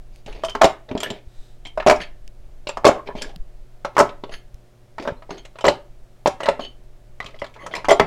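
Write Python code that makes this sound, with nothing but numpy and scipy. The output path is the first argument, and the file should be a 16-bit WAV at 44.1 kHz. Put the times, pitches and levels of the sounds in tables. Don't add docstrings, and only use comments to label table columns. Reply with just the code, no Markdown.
import sys
import numpy as np
from scipy import signal
from scipy.fft import rfft, irfft, next_fast_len
from scipy.io import wavfile
from scipy.ndimage import uniform_filter1d

SR = 44100
rng = np.random.default_rng(int(sys.argv[2]) if len(sys.argv) > 2 else 0)


def natural_amplitude(level_db):
    exponent = np.asarray(level_db, float) / 20
    return 10 ** exponent


def materialize(psi):
    bounded = np.clip(np.atleast_2d(psi).T, -1, 1)
    quanta = np.round(bounded * 32767).astype(np.int16)
    wavfile.write(sys.argv[1], SR, quanta)


N = 355710
END_S = 8.066

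# frequency in Hz, density in dB per Hz.
AIR_SPECTRUM = [(53, -19.5), (100, -6), (140, -9.5), (300, -15), (660, -16), (1000, -24.5), (7070, -36),
                (16100, -44.5)]
AIR_DB = -57.5
# frequency in Hz, level in dB rms.
HUM_PARTIALS = [(118.4, -55.5), (242.2, -84.5), (360.7, -65), (479.1, -81), (597.5, -67), (721.4, -74.5)]
# time in seconds, level in dB.
ARM_RUMBLE = [(0.0, -35.5), (1.17, -45.5), (1.5, -37), (1.68, -40.5), (2.13, -40), (2.36, -39.5),
              (3.39, -35), (3.57, -40), (5.5, -44.5), (5.91, -38), (6.31, -46), (6.81, -40.5), (7.77, -44),
              (8.07, -38.5)]
# frequency in Hz, t60 in seconds, strength in dB.
ROOM_BANDS = [(101, 0.3, 16.5), (496, 0.27, 2.5), (2000, 0.28, 5), (5870, 0.19, 4.5), (11760, 0.24, 1.5)]

# start in seconds, length in seconds, level in dB.
SLEEVE_SWISHES = [
    (1.2, 0.44, -61.5),
    (0.088, .16, -63),
    (9.5, 0.27, -71.5),
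]
# start in seconds, level in dB, frequency in Hz.
ELBOW_BUMPS = [(0.956, -35, 180), (1.27, -28, 92), (1.369, -25.5, 19), (3, -38, 46), (2.2, -33.5, 14.3),
               (2.269, -26.5, 28), (2.401, -38.5, 103), (3.391, -18.5, 26), (4.54, -28.5, 74),
               (5.12, -23, 160), (7.25, -34, 220), (7.42, -28, 190), (8.0, -21, 91)]
# start in seconds, level in dB.
NEAR_CLICKS = [
    (.160, -40),
    (2.278, -38.5),
    (3.361, -31.5),
    (4.544, -39),
    (6.838, -55),
]

# start in seconds, level in dB, frequency in Hz.
CASE_PINGS = [(.436, -31.5, 3120), (.485, -26.5, 3075), (1.652, -34, 3130), (5.307, -51, 4240),
              (5.34, -66, 4450), (5.608, -41.5, 3050), (6.65, -33.5, 3014)]
# start in seconds, level in dB, frequency in Hz.
NECK_PINGS = [(.976, -45.5, 7450), (1.003, -31.5, 7340), (1.033, -34.5, 8300), (1.033, -36, 11640),
              (1.103, -37, 7300), (1.653, -50, 7320), (2.689, -33, 7460), (2.892, -33.5, 7340),
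              (5.025, -53, 6520), (5.307, -44, 6370), (5.382, -46.5, 6430), (5.587, -51, 8400),
              (5.608, -61, 8200), (5.666, -29, 7370), (5.697, -38.5, 7400), (6.433, -43, 8200),
              (7.92, -25.5, 7180)]
# start in seconds, level in dB, frequency in Hz.
BLOCK_PINGS = [(1.652, -47.5, 2200), (7.21, -34, 2000), (7.344, -44, 2000), (5.644, -26, 2030),
               (7.425, -37, 2030), (7.739, -23.5, 1964), (7.888, -18.5, 2030), (7.906, -13, 1979),
               (7.998, -19.5, 2070), (8.01, -22, 2000)]
# start in seconds, level in dB, frequency in Hz.
RATTLES = [(.977, -35, 3290), (1.005, -30.5, 3200), (1.033, -22, 3230), (1.045, -31, 2940),
           (1.103, -24, 3078), (5.45, -42, 2880), (6.433, -28, 2890), (7.228, -46.5, 3150),
           (7.261, -36, 3230), (7.39, -38, 3280)]
# start in seconds, level in dB, frequency in Hz.
GRIPPED_PINGS = [(3.848, -21, 1200), (5.681, -12.5, 1963), (6.597, -48, 3050), (6.598, -46, 4430),
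                 (7.203, -23.5, 1920), (7.203, -25.5, 1230), (7.297, -54, 2090), (7.418, -27.5, 2010),
                 (7.663, -28.5, 730), (7.738, -33, 1000), (.448, -33, 2920), (2.837, -31, 797),
                 (3.967, -10.5, 1091), (3.981, -11.5, 898), (3.998, -8.5, 1003), (6.481, -17, 900),
                 (1.864, -7, 680), (5.642, -12, 800), (6.259, -8.5, 810), (7.885, -10.5, 750)]
# start in seconds, level in dB, frequency in Hz.
BENCH_BOOMS = [(.262, -34, 190), (.62, -22.5, 270), (.913, -21.5, 262), (.951, -18.5, 230),
               (1.106, -26, 217), (1.655, -38.5, 271), (2.003, -35, 198), (2.67, -30.5, 384),
               (3.152, -28, 209), (3.225, -39, 200), (3.361, -35.5, 170), (4.237, -27, 400),
               (4.998, -27.5, 300.6), (5.31, -34, 241)]
# start in seconds, level in dB, frequency in Hz.
FREE_LINES = [(2.012, -40, 4500), (2.013, -39, 3250), (2.014, -59.5, 9360), (3.18, -49, 4600),
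              (4.33, -48, 4446), (4.33, -65, 9400), (5.305, -50, 4400), (5.378, -50, 4400),
              (5.17, -62, 4100), (5.38, -48.5, 3200)]
# events, t60 in seconds, chatter decay in seconds.
PING_KINDS = [(CASE_PINGS, 0.095, 0.03), (NECK_PINGS, 0.052, 0.012), (BLOCK_PINGS, 0.045, 0.017),
              (RATTLES, 0.034, 0.01), (GRIPPED_PINGS, 0.03, 0.0047), (BENCH_BOOMS, 0.041, 0.017),
              (FREE_LINES, 0.086, 0.02)]
CHATTER_SHARE = 0.35

# start in seconds, length in seconds, level in dB, frequency in Hz.
SETTLING_HUMS = [(1.866, 0.072, -16.5, 640), (2.93, 0.076, -36.5, 610), (3.23, 0.043, -44.5, 261),
                 (3.285, 0.074, -51.5, 750), (5.06, 0.067, -35.5, 566), (5.32, 0.046, -41.5, 424),
                 (5.643, 0.072, -19.5, 553), (.634, .03, -12.5, 616), (2.885, .014, -12, 600),
                 (3.07, 0.062, -48, 1680), (5.073, 0.023, -33, 1640), (6.262, 0.03, -17.5, 610),
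                 (7.44, .04, -55, 3280)]
# start in seconds, length in seconds, level in dB, frequency in Hz.
DRAG_HUMS = [(0.276, 0.015, -41, 710), (.88, 0.062, -37.5, 600), (1.034, 0.039, -33.5, 1750),
             (1.039, 0.039, -40, 3080), (1.107, 0.052, -55, 3120), (1.798, 0.014, -32.5, 1720),
             (1.998, 0.034, -38, 1740), (2.92, 0.098, -39.5, 1080), (3.069, 0.031, -54, 3120),
             (3.078, 0.046, -41, 1024), (3.171, 0.039, -44.5, 3170), (3.183, 0.027, -57, 4600),
             (3.216, 0.036, -41, 1680), (4.31, 0.04, -49, 1950), (4.315, 0.048, -46.5, 1694),
             (5.302, 0.1, -61, 4400), (6.384, 0.17, -42, 1960), (6.6, 0.034, -55, 4270),
             (7.209, 0.076, -48, 1150), (7.218, 0.098, -52, 563), (7.331, 0.039, -48.5, 585),
             (7.553, 0.11, -52, 576), (7.568, 0.084, -49, 1120), (7.575, 0.11, -49, 2040),
             (7.6, 0.073, -54.5, 3170), (7.624, 0.068, -40.5, 590), (7.677, 0.16, -45, 596),
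             (7.708, 0.019, -54, 1510), (7.71, 0.037, -46, 3290), (7.757, 0.031, -33, 940),
             (7.78, 0.032, -48, 2000), (7.892, 0.03, -26.5, 3250), (7.995, 0.011, -27, 3425)]
DRAG_T60_S = 0.038

# start in seconds, length in seconds, scrape level in dB,
# case song level in dB, song tilt in dB per octave.
SLIDES = [(0.264, 0.077, -46.5, -71.5, 9), (0.32, 0.15, -49.5, -72, 3), (0.977, 0.244, -42.5, -76.5, -13),
          (1.994, 0.048, -46.5, -54.5, 1.5), (3.055, 0.046, -50, -68, -5.5),
          (3.153, 0.064, -42, -59.5, 1.5), (3.24, 0.094, -48, -83, -7), (3.21, 0.024, -39, -63.5, 9),
          (3.947, 0.031, -47.5, -78, 3.5), (4.302, 0.084, -50, -56, 6.5), (4.969, 0.18, -46.5, -78, -6.5),
          (5.288, 0.09, -44.5, -66.5, -1.5), (5.365, 0.04, -49, -56.5, -7.5),
          (6.389, 0.088, -46, -67.5, -1.5), (6.593, 0.08, -47.5, -40.5, -8),
          (7.202, 0.165, -59.5, -71.5, -12.5), (7.39, 0.074, -66, -78, -6.5), (7.583, 0.13, -63, -66, 6),
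          (7.707, 0.13, -49, -60, -3)]
# frequency in Hz, level in dB, t60 in seconds.
CASE_MODES = [(3040, 0, .11), (3230, -12, .1), (4390, -5, .13), (6350, -13, .07), (6520, -11, .1),
              (9420, -21, .14), (10190, -20, .14), (13170, -33, .14), (13640, -33, .1), (15300, -44, .08)]
SCRAPE_HZ, SLIDE_FADE_DB = 2412, -12

# frequency in Hz, level in dB, t60 in seconds.
BOX_MODES = [(290, -8.5, 0.076), (408, -6.5, 0.05), (572.3, 5, 0.062), (634.5, 1, 0.049),
             (760, -3.5, 0.052), (895, 1, 0.052), (980, -1, 0.036), (1080, -2.5, .06), (1286, -5, 0.045),
             (1280, -6, 0.1), (1554, -12.5, 0.12), (1760, -7.5, 0.045)]
# frequency in Hz, density in dB per Hz.
TICK_SPECTRUM = [(2350, -32), (4000, -11), (4490, 8), (5450, 11), (7290, 6), (15200, -19.5), (16100, -30)]
LUMP_DB = 3.5
MODE_LUMP_DB, MODE_SPREAD_SHARE = 1.5, 0.008
AIR_MODES_HZ = (500, 700)
EMPTY_RISE_SHARE, FILL_S = 0.2, 2.2
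SOFT_LINGER_DB_PER_DB = 0.092

# start in seconds, hollow level in dB, clack level in dB, tick level in dB.
FLOOR_THUDS = [(.446, -18.5, -26, -22.5), (.632, 0, -16, -17.5), (.651, -3.5, -16.5, -17),
               (1.868, 1, -7, -13), (1.881, -1, -15.5, -14.5), (1.908, 1.5, -9.5, -16),
               (2.85, 6, -3.5, -11.5), (2.865, 7, -8, -13), (2.874, -3.5, -14.5, -11),
               (2.886, -0.5, -20.5, -30), (3.848, -13, -26.5, -31), (3.988, -1, -19, -10.5),
               (4, 0, -24, -11.5), (4.007, 1, -23.5, -24.5), (4.033, -27.5, -44, -65),
               (5.074, -10, -22, -42.5), (5.642, -2.5, -20.5, -30.5), (5.65, -4, -11, -24),
               (5.664, -3.5, -20, -21.5), (5.681, 2, -7, -16), (5.695, -22.5, -46, -31),
               (6.262, -17.5, -27.5, -39.5), (6.455, -14.5, -18, -33), (7.884, -6, -26, -17.5),
               (7.892, -2, -14, -20), (7.906, -3.5, -18, -12.5), (7.913, 4, -22.5, -18),
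               (8.01, -3.5, -38, -40)]
# start in seconds, hollow level in dB, clack level in dB, tick level in dB.
CHOKED_REBOUNDS = [(.435, -10, -27, -33), (.484, -24, -29, -53), (.612, -4.5, -14, -55),
                   (.625, -27, -21, -34), (.641, 1.5, -3.5, -10.5), (.667, -18.5, -36, -66),
                   (.699, -16.5, -43, -44), (1.654, -33.5, -26.5, -50), (1.774, -8.5, -29, -42),
                   (1.924, -6, -24, -35), (2.001, -27, -23.5, -49), (2.013, -42.5, -24, -33),
                   (2.669, -19, -17.5, -31), (4.021, -6.5, -24, -37), (5.086, -13, -47, -54),
                   (6.271, -12, -18, -16), (6.485, 1, -12.5, -22), (6.494, -16, -29, -32),
                   (7.204, -31, -33, -46.5), (7.418, -15, -31, -46), (7.75, -23, -17.5, -21.5),
                   (7.923, -4.5, -14, -31)]
# start in seconds, hollow level in dB, clack level in dB, tick level in dB.
SLOT_TAPS = [(.494, -30, -25, -26.5), (.887, -37.5, -33, -68), (.975, -27.5, -23, -40.5),
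             (1.799, -14, -19.5, -49), (1.959, -32.5, -35, -30.5), (2.691, -15, -19, -25.5),
             (2.77, -14.5, -29, -32.5), (3.239, -29.5, -30.5, -49), (4.319, -35, -31, -54.5),
             (5.051, -18, -46.5, -50), (5.305, -22.5, -27.5, -62), (5.45, -35, -32, -38.5),
             (5.555, -32, -39.5, -74), (5.607, -25.5, -28.5, -32), (6.403, -16, -27.5, -33),
             (6.431, -16.5, -24, -32), (6.594, -17, -32.5, -40), (7.344, -40.5, -43, -65.5),
             (7.441, -22, -27, -40), (7.71, -33, -35, -60)]
# start in seconds, hollow level in dB, clack level in dB, tick level in dB.
RIM_STRIKES = [(.325, -41, -32.5, -46), (.615, 3, -6, -8.5), (1.002, -30, -23, -24),
               (1.03, -16, -19.5, -19.5), (1.667, -37.5, -42, -38.5), (1.824, -21, -32, -52.5),
               (1.896, 2.5, -5, -9), (2.032, -37, -23, -49), (2.844, -2.5, -20, -27),
               (2.911, -12.5, -35, -38.5), (3.966, -10, -36, -27), (3.979, -2.5, -38.5, -20),
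               (4.981, -18.5, -28.5, -40), (5.221, -31.5, -42, -67), (5.585, -27.5, -29, -42),
               (7.26, -41, -25, -37), (7.394, -43, -41, -38), (7.561, -31, -41, -66),
               (7.663, -20.5, -30.5, -29), (7.737, -19, -24, -42), (7.764, -36, -23, -33),
               (7.844, -16, -32, -33), (7.996, 2, -8, -15.5)]
# start in seconds, hollow level in dB, clack level in dB, tick level in dB.
BLOCK_ROCKS = [(.26, -36.5, -31, -38), (.911, -19, -26, -67.5), (3.086, -22, -55, -76.5),
               (3.218, -34, -19, -15.5), (4.236, -21, -28.5, -75), (4.292, -30, -37.5, -53),
               (4.996, -23.5, -26, -48), (5.291, -31, -45, -65), (5.379, -36.5, -35, -63),
               (6.648, -39.5, -35, -57), (7.242, -43.5, -34, -40), (7.538, -58, -37, -47)]
# start in seconds, hollow level in dB, clack level in dB, tick level in dB.
KNUCKLE_NUDGES = [(.549, -15.5, -22, -29), (.95, -17, -34, -68), (1.102, -20.5, -21, -31),
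                  (1.863, -10, -17, -20.5), (3.071, -29.5, -27.5, -56.5), (3.151, -25, -34.5, -58),
                  (4.09, -26.5, -29, -54.5), (5.024, -28.5, -36.5, -38)]
# start in seconds, hollow level in dB, clack level in dB, tick level in dB.
EDGE_SNAPS = [(.285, -36, -54, -66), (.551, -9.5, -38, -43), (.618, -2, -18.5, -28),
              (2.771, -36.5, -43, -53), (3.293, -43, -44, -58), (3.848, -16, -31, -46),
              (3.967, -8.5, -23, -37), (3.981, -4, -30, -24), (3.999, 0, -14, -27), (4.237, -26, -34, -65),
              (4.337, -34, -24.5, -52), (6.465, -14, -26, -42), (7.202, -23, -31, -40),
              (7.225, -36, -36, -47), (7.285, -39, -39, -50), (7.305, -49, -42, -54), (7.36, -43, -44, -55),
              (7.463, -38, -35, -46), (7.495, -52, -52, -60), (7.553, -42, -51, -59),
              (7.785, -30, -33, -48.5), (7.851, -20.5, -23, -40)]
# start in seconds, hollow level in dB, clack level in dB, tick level in dB.
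FLAT_DROPS = [
    (6.258, -2.5, -17.5, -28),
]
# start in seconds, hollow level in dB, clack level in dB, tick level in dB.
BOX_JOLTS = [
    (.966, -18.5, -45, -70),
    (1.866, -20, -50, -70),
    (5.31, -25, -48, -70),
    (6.592, -17.5, -47, -60),
    (7.887, -17.5, -50, -70),
    (7.997, -5, -50, -70),
]
# events, favoured pitch in Hz, full-blow ring time in seconds, loose crunch in dB.
BLOW_KINDS = [(FLOOR_THUDS, 571, 0.069, -7.5), (CHOKED_REBOUNDS, 546, 0.057, -8), (SLOT_TAPS, 670, 0.051, -5.5),
              (RIM_STRIKES, 920, 0.045, -4.5), (BLOCK_ROCKS, 372, 0.042, 2.1), (KNUCKLE_NUDGES, 351, 0.05, 2),
              (EDGE_SNAPS, 1060, 0.04, -11), (FLAT_DROPS, 606, 0.1, -7), (BOX_JOLTS, 360, 0.025, 1.8)]


def evened(x):
    return x / np.sqrt(np.mean(x ** 2) + 1e-20)


def read(points, hz):
    point_hz, value = np.transpose(points)
    return np.interp(np.log(hz + 1), np.log(point_hz + 1), value)


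def level(rows):
    s, db = np.transpose(rows)
    return natural_amplitude(np.interp(np.arange(N) / SR, s, db))


def add(mix, s, sound):
    part = mix[round(s * SR):][:len(sound)]
    part += sound[:len(part)]


def noise(size, colour_db):
    fast = next_fast_len(size, True)
    spectrum = rfft(rng.standard_normal(size), fast)
    gain = natural_amplitude(colour_db(np.fft.rfftfreq(fast, 1 / SR)))
    return evened(irfft(spectrum * gain, fast)[:size])


def hump(hz, centre_hz, db, offset_hz=1):
    return db * np.log2((hz + offset_hz) / centre_hz) ** 2


def lumpy(hz):
    knots_hz = np.arange(0, SR / 2, 450.)
    return LUMP_DB * np.interp(hz, knots_hz, rng.standard_normal(len(knots_hz)))


def ring(hz, db, t60, size=5000):
    t = np.arange(size)[:, None] / SR
    decay = natural_amplitude(db - 60 * t / np.maximum(t60, 0.003))
    return (decay * np.sin(2 * np.pi * hz * t)).sum(1)


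def background():
    t = np.arange(N) / SR
    air = natural_amplitude(AIR_DB) * noise(N, lambda f: read(AIR_SPECTRUM, f))
    hum = np.zeros(N)
    for hz, db in HUM_PARTIALS:
        waver_db = 0.5 * noise(N, lambda f: -6 * f)
        hum += natural_amplitude(db + 2.0 + waver_db) * np.sin(2 * np.pi * (hz * t + rng.random()))
    lumps = natural_amplitude(2.5 * noise(N, lambda f: -4 * f))
    rumble = level(ARM_RUMBLE) * lumps * noise(N, lambda f: hump(f, 12, -4, 2))
    return air + hum + rumble


def sleeves():
    mix = np.zeros(N)
    for s, length_s, db in SLEEVE_SWISHES:
        size = round(length_s * SR)
        cloth = noise(size, lambda f: hump(f, 2800, -4) + lumpy(f))
        add(mix, s, natural_amplitude(db) * signal.windows.hann(size) * cloth)
    return mix


def bumps():
    mix = np.zeros(N)
    for s, db, hz in ELBOW_BUMPS:
        add(mix, s, -natural_amplitude(db) * signal.windows.hann(round(SR / hz)))
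    return mix


def clicks():
    mix = np.zeros(N)
    decay_db = -60 * np.arange(300) / SR / 0.0051
    for s, db in NEAR_CLICKS:
        add(mix, s, natural_amplitude(db + decay_db) * noise(300, lambda f: hump(f, 3200, -3.5, 99)))
    return mix


def ping(db, hz, t60, chatter_s):
    size = 4000
    chatter = CHATTER_SHARE * np.exp(-np.arange(size) / SR / chatter_s) * rng.standard_normal(size)
    chatter *= rng.random(size) < 0.02
    chatter[0] = 1
    partial_hz = hz + np.array([4.5, 61.5, -130., 242.0])
    partial_db = db + np.array([3.0, -6.5, -17.0, -20.5])
    partials = ring(partial_hz, partial_db, t60, size=6000)
    return signal.fftconvolve(chatter / np.linalg.norm(chatter), partials)


def pings():
    mix = np.zeros(N)
    for events, t60, chatter_s in PING_KINDS:
        for s, db, hz in events:
            add(mix, s, ping(db, hz, t60, chatter_s))
    return mix


def drags(rows):
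    mix = np.zeros(N)
    for s, length_s, db, hz in rows:
        size = round(length_s * SR)
        clumps = natural_amplitude(4.2 * evened(uniform_filter1d(rng.standard_normal(size), 120)))
        slips = signal.windows.tukey(size, 0.4) * clumps * rng.standard_normal(size)
        mode = ring(hz * np.array([0.97, 1, 1.04]), np.array([-6., 0, -7.]), DRAG_T60_S, size=3000)
        hum = signal.fftconvolve(slips, mode)
        add(mix, s, natural_amplitude(db) * hum / np.sqrt(np.mean(hum[:size] ** 2)))
    return mix


def slide(length_s, scrape_db, song_db, tilt_db):
    size = round(length_s * SR)
    clumps_db = 3.2 * evened(uniform_filter1d(rng.standard_normal(size), 90))
    fade_db = SLIDE_FADE_DB * np.arange(size) / size
    stroke = signal.windows.tukey(size, 0.55) * natural_amplitude(clumps_db + fade_db)
    scrape = stroke * noise(size, lambda f: hump(f, SCRAPE_HZ, -8, 30) + lumpy(f))
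    scrape += natural_amplitude(7.0) * stroke * noise(size, lambda f: hump(f, 420, -9))
    song = np.zeros(size + 8000)
    for hz, db, t60 in CASE_MODES:
        slips = stroke * rng.standard_normal(size)
        pair = ring(hz * np.array([1, 1.014]), np.array([0, -5.]), t60, size=8001)
        mode = signal.fftconvolve(slips, pair)
        mode_db = song_db + db + tilt_db * np.log2(hz / CASE_MODES[0][0])
        song += natural_amplitude(mode_db) * mode / np.sqrt(np.mean(mode[:size] ** 2))
    add(song, 0, natural_amplitude(scrape_db) * scrape)
    return song


def slides():
    mix = np.zeros(N)
    for s, *settings in SLIDES:
        add(mix, s, slide(*settings))
    return mix


def box_ring(hz, t60, lift):
    mode_hz, mode_db, mode_t60 = np.transpose(BOX_MODES)
    is_air = (mode_hz > AIR_MODES_HZ[0]) & (mode_hz < AIR_MODES_HZ[1])
    mode_hz = np.where(is_air, mode_hz * lift, mode_hz)
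    near_db = mode_db + hump(mode_hz, hz, -28, 0) + MODE_LUMP_DB * rng.standard_normal(len(mode_hz))
    near_db -= 10 * np.log10((natural_amplitude(near_db) ** 2).sum())
    mode_hz = mode_hz * (1 + MODE_SPREAD_SHARE * rng.standard_normal(len(mode_hz)))
    force = 0.14 * np.exp(-np.arange(400) / SR / 0.0053) * rng.standard_normal(400)
    force[8] += 1.5
    box = signal.fftconvolve(force, ring(mode_hz, near_db, mode_t60 * t60 / 0.056))[:5000]
    return box / np.sqrt(2 * np.mean(box[:400] ** 2))


def knock(hollow_db, clack_db, tick_db, hz, t60, lift, crunch_db):
    t = np.arange(5000) / SR
    hz = hz * lift if hz < AIR_MODES_HZ[1] else hz

    def dying(t60):
        return natural_amplitude(-60 * t / t60) * np.minimum(t / 0.0017, 1)

    box = box_ring(hz, t60, lift)
    crunch = noise(len(t), lambda f: hump(f, 1.45 * hz, -13)) * dying(t60)
    contact = np.sin(2 * np.pi * np.sqrt(1500 * hz) * t) * np.exp(-((t - 0.0015) / 0.002) ** 2)
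    shell = box + natural_amplitude(crunch_db) * crunch + natural_amplitude(-5.5) * contact
    too_small_for_bass = signal.butter(2, 0.44 * hz, "high", fs=SR, output="sos")
    shell = signal.sosfilt(too_small_for_bass, shell)
    bench_hz = 60 * (1 + 0.12 * rng.standard_normal())
    bench = np.sin(2 * np.pi * bench_hz * t) * t / 0.073 * np.exp(-t / 0.012)
    hollow = shell + natural_amplitude(-13.5) * bench

    clack = noise(len(t), lambda f: hump(f, 2600, -12) + lumpy(f))
    clack *= dying(0.81 * t60) + 0.19 * dying(0.0033)
    tick = noise(len(t), lambda f: read(TICK_SPECTRUM, f) + lumpy(f))
    tick *= dying(0.83 * t60) + 1.2 * dying(0.0016)
    whole = natural_amplitude(hollow_db - 7.0) * hollow + natural_amplitude(clack_db - 7.0) * clack + natural_amplitude(tick_db - 8.5) * tick
    return whole * np.minimum((t[-1] - t) / 0.03, 1)


def knocks():
    mix = np.zeros(N)
    for events, hz, t60, crunch_db in BLOW_KINDS:
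        for s, hollow_db, clack_db, tick_db in events:
            ring_s = t60 * natural_amplitude(-SOFT_LINGER_DB_PER_DB * hollow_db)
            lift = 1 + EMPTY_RISE_SHARE * np.exp(-s / FILL_S)
            add(mix, s + 0.0012, knock(hollow_db, clack_db, tick_db, hz, ring_s, lift, crunch_db))
    return mix


def room(x):
    taps = np.zeros(SR // 2)
    at = np.arange(150, len(taps) - 20, 20)
    taps[at + rng.integers(0, 20, len(at))] = rng.choice([-1., 1.], len(at))
    hz, t, z = signal.stft(taps, SR, nperseg=256)
    bands = np.array(ROOM_BANDS)
    t60 = read(bands[:, [0, 1]], hz)[:, None]
    strength_db = read(bands[:, [0, 2]], hz)[:, None]
    tail = signal.istft(z * natural_amplitude(strength_db - 60 * t / t60), SR, nperseg=256)[1]
    return signal.fftconvolve(x, tail / np.linalg.norm(tail))[:N]


def scene():
    close = sleeves() + bumps() + clicks() + pings() + drags(SETTLING_HUMS)
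    hands = drags(DRAG_HUMS) + slides() + knocks()
    return (background() + close + hands + natural_amplitude(-11.0) * room(hands))[None]


def band_limit(x):
    return signal.sosfilt(signal.butter(12, 16270, fs=SR, output="sos"), x)


def record(dry):
    clipped = np.clip(dry, -0.99, 0.99)
    clipped = clipped * np.clip((END_S - np.arange(N) / SR) / 0.004, 0, 1)
    lowpass = signal.firwin(511, 16400, window=("kaiser", 9), fs=SR)
    mix = signal.oaconvolve(clipped, lowpass[None], "same")
    return band_limit(mix)


dry = scene()
out = record(dry)
materialize(out)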